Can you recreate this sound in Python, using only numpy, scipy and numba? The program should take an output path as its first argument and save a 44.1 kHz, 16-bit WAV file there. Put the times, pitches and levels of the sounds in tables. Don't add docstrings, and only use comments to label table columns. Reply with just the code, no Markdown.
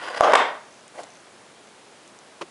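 import sys
import numpy as np
from scipy import signal
from scipy.fft import rfft, irfft
from scipy.io import wavfile
from scipy.ndimage import uniform_filter1d
from numba import njit

SR = 44100
rng = np.random.default_rng(int(sys.argv[2]) if len(sys.argv) > 2 else 0)


def field_ratio(decibels):
    return 10 ** (np.asarray(decibels, dtype=float) / 20)


def generate_wav(signal):
    frames = np.transpose(np.atleast_2d(signal))
    scaled = np.clip(frames, -1, 1) * 32767
    pcm = np.round(scaled).astype(np.int16)
    wavfile.write(sys.argv[1], SR, pcm)


N = 110250
GRAIN = 4096
CRACK_T60_S = 0.0098

# pitch_hz, level_db, t60_s
HOUSING_MODES = [(340, -11, 0.022), (555, -19, 0.067), (646, 9, 0.019), (806, 1.5, 0.024), (993, 1, 0.029),
                 (1116, 6.5, 0.02), (1522, 4.5, 0.019), (1910, 5.5, 0.01), (1990, -9, 0.0065),
                 (2770, 4.5, 0.0041), (3150, -12.5, .01), (4100, -12, 0.0058), (4770, -11, 0.02),
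                 (6000, -33, 0.0027)]


def unit(x):
    return x / np.sqrt(np.mean(x ** 2))


def band(x, hz, width_hz):
    edges_hz = [max(hz - width_hz / 2, 10), min(hz + width_hz / 2, 20000)]
    return signal.sosfilt(signal.butter(1, edges_hz, "band", fs=SR, output="sos"), x)


def cut_bass(x, hz):
    return signal.sosfilt(signal.butter(2, hz, "high", fs=SR, output="sos"), x)


def add(out, start_s, x):
    i = int(start_s * SR)
    out[i:i + len(x)] += x[:N - i]


def fade(t60_s, size=GRAIN):
    return np.exp(-np.log(1000) * np.arange(size) / SR / t60_s)


def ring(hz, t60_s):
    return np.sin(2 * np.pi * hz * np.arange(GRAIN) / SR) * fade(t60_s)


def crack(t60_s):
    burst = rng.standard_normal(GRAIN) * fade(t60_s)
    burst[0] = 2.26
    burst = uniform_filter1d(burst, size=3, origin=1)
    return signal.sosfilt(signal.butter(1, [900, 3240], "band", fs=SR, output="sos"), burst) * 2


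def patchy():
    spread_db, window = 2.5, int(0.012 * SR)
    drift = uniform_filter1d(uniform_filter1d(rng.standard_normal(N), window), window)
    return field_ratio(spread_db * unit(drift))


def rub(curve, rasp_db):
    slips_per_s, scatter_db, t60_factor = 1800, 3, 0.6
    t = np.arange(N) / SR
    time_s, level_db, brightness = np.array(curve).T
    hits = rng.random(N) < slips_per_s / SR
    sizes = field_ratio(scatter_db * rng.standard_normal(N))
    slips = unit(hits * sizes * rng.choice([-1, 1], N))
    tilt_db_per_oct = np.clip(np.interp(t, time_s, brightness), -6, 5)
    body, power = 0, 0
    for hz, mode_db, t60_s in HOUSING_MODES:
        gain = field_ratio(mode_db + tilt_db_per_oct * np.log2(hz / 1000))
        mode = ring(hz, t60_factor * t60_s)
        body = body + gain * patchy() * signal.fftconvolve(slips, mode)[:N]
        power = power + gain ** 2 * np.sum(mode ** 2)
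    rasp = unit(band(slips + rng.standard_normal(N), 4600, 7600))
    on = (t >= time_s[0]) & (t < time_s[-1])
    return (body / np.sqrt(power) + field_ratio(rasp_db) * rasp) * field_ratio(np.interp(t, time_s, level_db)) * on


def squeal():
    # start_s, end_s, pitch_hz, width_hz, level_db
    squeals = [(.016, .036, 1850, 300, -43), (.052, .09, 1090, 130, -39)]
    out = np.zeros(N)
    for start_s, end_s, hz, width_hz, db in squeals:
        size = int((end_s - start_s) * SR)
        noise = rng.standard_normal(4 * size)
        tone = band(band(noise, hz, width_hz), hz, width_hz)[-size:]
        swell = np.sin(np.pi * np.linspace(0, 1, size) ** 0.86) ** 0.5
        add(out, start_s, field_ratio(db) * unit(tone) * swell)
    return out


def strike(blows, spread_oct, push_s):
    out = np.zeros(N)
    rise = 1 - np.exp(-np.arange(GRAIN) / SR / push_s)
    for start_s, db, centre_hz, crack_db in blows:
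        detune = 1 + 0.02 * rng.standard_normal(len(HOUSING_MODES))
        tone = 0
        for (hz, mode_db, t60_s), shift in zip(HOUSING_MODES, detune):
            nearness = np.exp(-0.5 * (np.log2(hz / centre_hz) / spread_oct) ** 2)
            tone = tone + field_ratio(mode_db) * nearness * ring(hz * shift, t60_s)
        tone = rise * tone
        blow = tone / np.abs(tone).max() + field_ratio(crack_db) * crack(CRACK_T60_S)
        add(out, start_s, field_ratio(db) * blow)
    return out


def cord_reel():
    # time_s, level_db, brightness_db_per_oct (rub clamps it)
    cord = [(0, -42.5, 8.5), (.02, -39.5, 13), (.05, -37, 20), (.075, -38, 11), (.088, -31, 11),
            (.095, -49, 5), (.105, -35.5, -3), (.13, -43.5, 2), (.16, -37.5, 10), (.18, -29.5, 15),
            (.19, -43, -38), (.206, -34, 10), (.209, -57, 5)]
    # time_s, level_db, brightness_db_per_oct (rub clamps it)
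    rattle = [(.212, -38, 0), (.24, -25, 1), (.27, -23.5, -4.5), (.3, -22.5, -9), (.33, -23, -2.5),
              (.345, -29.5, -19), (.375, -29.5, -5), (.4, -22.5, -8), (.43, -30.5, -3), (.46, -55, 4)]
    # start_s, ring_peak_db, most_rung_hz, crack_db (relative to the ring)
    blows = [(.101, -31, 5200, -10), (.105, -24, 700, -14), (.146, -20, 1200, -12), (.149, -20, 1900, -10),
             (.177, -26, 1300, -14), (.2084, 11, 620, -20), (.218, -12, 800, -8), (.322, -12, 1000, -8),
             (.3346, 5, 1150, -18), (.3368, 3, 1150, -16), (.339, -3, 1500, -14), (.342, -3, 800, -18),
             (.3527, -1, 1900, -9), (.355, 1, 1300, -9), (.3575, -1, 900, -14), (.3635, -14, 1500, -10)]
    friction = rub(cord, rasp_db=-12) + rub(rattle, rasp_db=-26) + squeal()
    return cut_bass(friction + strike(blows, spread_oct=0.63, push_s=0.0002), 467)


def pedal_release():
    # time_s, level_db, brightness_db_per_oct (rub clamps it)
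    slide = [(.92, -84, -4), (.95, -47, -13), (.975, -46.5, -9), (.99, -42.5, 16), (1.015, -41.5, -14.5),
             (1.045, -52, 2), (1.09, -57.5, 2), (1.12, -70, -9)]
    # start_s, ring_peak_db, most_rung_hz, crack_db (relative to the ring)
    knocks = [(.977, -33, 640, -26), (.9875, -31, 650, -26), (.9915, -24, 650, -22),
              (1.0015, -32, 650, -26), (1.013, -35, 650, -26), (1.0345, -36, 700, -6),
              (1.038, -36, 700, -6)]
    return cut_bass(rub(slide, rasp_db=-6.5) + strike(knocks, spread_oct=0.266, push_s=0.0018), 300)


def hand_creak():
    # start_s, level_db, pitch_hz, t60_s
    creaks = [(2.4115, -26.5, 1020, 0.045), (2.4132, -26, 360, 0.046), (2.416, -22.5, 1330, 0.007),
              (2.418, -26.5, 557, .025), (2.417, -36, 5760, 0.0092), (2.4196, -27, 3000, 0.0042),
              (2.42, -26.5, 1950, 0.0041), (2.423, -25, 1090, 0.022), (2.425, -26.5, 560, 0.02),
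              (2.431, -30.5, 363, 0.052)]
    out = np.zeros(N)
    for start_s, db, hz, t60_s in creaks:
        add(out, start_s, field_ratio(db) * (ring(hz, t60_s) + field_ratio(-8.5) * crack(2 * CRACK_T60_S)))
    return out


def thin_ticks():
    # start_s, level_db, pitch_hz
    ticks = [(0.88, -36.5, 7300), (1.006, -40, 7200), (1.035, -33.5, 7300), (1.034, -39, 4360),
             (1.04, -36, 6000), (1.99, -50, 6000), (2.078, -38, 6800), (2.189, -36.5, 6200),
             (2.485, -48, 5000)]
    out = np.zeros(N)
    for start_s, db, hz in ticks:
        add(out, start_s, field_ratio(db) * (ring(hz, 0.0031) + ring(1.16 * hz, 0.0024)))
    return out


def focus_motor():
    # first_step_s, end_s, level_db
    runs = [(0.602, .69, -49), (0.709, .81, -45), (1.0706, 1.095, -44), (1.1041, 1.21, -41.5),
            (1.672, 1.7, -46)]
    steps_per_s, pitch_hz, spread_hz, scatter_db = 59.94, 6160, 310, 2
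    out = np.zeros(N)
    for first_s, end_s, db in runs:
        for start_s in np.arange(first_s, end_s, 1 / steps_per_s):
            level = field_ratio(db + scatter_db * rng.standard_normal())
            hz = pitch_hz + spread_hz * (rng.random() - 0.5)
            add(out, start_s, level * ring(hz, 0.0062))
    return out


def room(x):
    # pitch_hz, level_db, t60_s
    response = np.array([(200, -13.5, 0.65), (427, -6.5, 0.42), (704, -1, 0.41), (1450, -2.5, 0.45),
                         (3000, 3, 0.35), (6000, -5, 0.34), (9500, 1, 0.15)])
    gap_s, rise_s = 0.0022, 0.025
    t, tail = np.arange(SR) / SR, 0
    log_hz = np.log(response[:, 0])
    for hz in 80 * 2 ** np.arange(0, 7.6, 0.5):
        db = np.interp(np.log(hz), log_hz, response[:, 1])
        t60_s = np.interp(np.log(hz), log_hz, response[:, 2])
        tail = tail + field_ratio(db) * band(rng.standard_normal(SR), hz, hz / 3) * fade(t60_s, size=SR)
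    tail = tail * (1 - np.exp(-np.maximum(t - gap_s, 0) / rise_s))
    return signal.fftconvolve(x, tail / np.sqrt(np.sum(tail ** 2)))[:N]


def hiss():
    # (relative, per Hz)
    shape = np.array([(15, -79), (25, -35), (134, -6), (391, -0.5), (444, -1), (668, -1), (740, -2),
                      (954, -3.5), (1170, -5), (9440, -17), (11000, -24.5), (14300, -91), (22000, -120)])
    hz = np.clip(np.fft.rfftfreq(N, 1 / SR), 1, 9800)
    gain = field_ratio(np.interp(np.log(hz), np.log(shape[:, 0]), shape[:, 1]))
    return unit(irfft(rfft(rng.standard_normal(N)) * gain, N)) * field_ratio(-49.5)


def scene():
    reel, pedal = cord_reel(), pedal_release()
    echoes = room(field_ratio(-6.5) * reel + field_ratio(-16.5) * pedal)
    echoless = cut_bass(hand_creak() + thin_ticks() + focus_motor(), 174)
    return (reel + pedal + echoes + echoless + hiss())[None]


@njit
def limit(x, top, release):
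    y, envelope = np.empty(len(x)), 0.
    for i in range(len(x)):
        envelope = max(abs(x[i]), envelope * release)
        y[i] = x[i] * min(1., top / (envelope + 1e-9))
    return y


def band_limit(x):
    return signal.sosfilt(signal.butter(12, 11950, fs=SR, output="sos"), x)


def record(dry):
    ceiling_db, release_s, top_hz = -0.5, 0.023, 10950
    x = limit(dry[0], field_ratio(ceiling_db), np.exp(-1 / (release_s * SR)))
    x = signal.sosfilt(signal.ellip(10, 0.2, 75, top_hz, fs=SR, output="sos"), x)
    mix = np.clip(x, -1, 1)[None]
    return band_limit(mix)


dry = scene()
out = record(dry)
generate_wav(out)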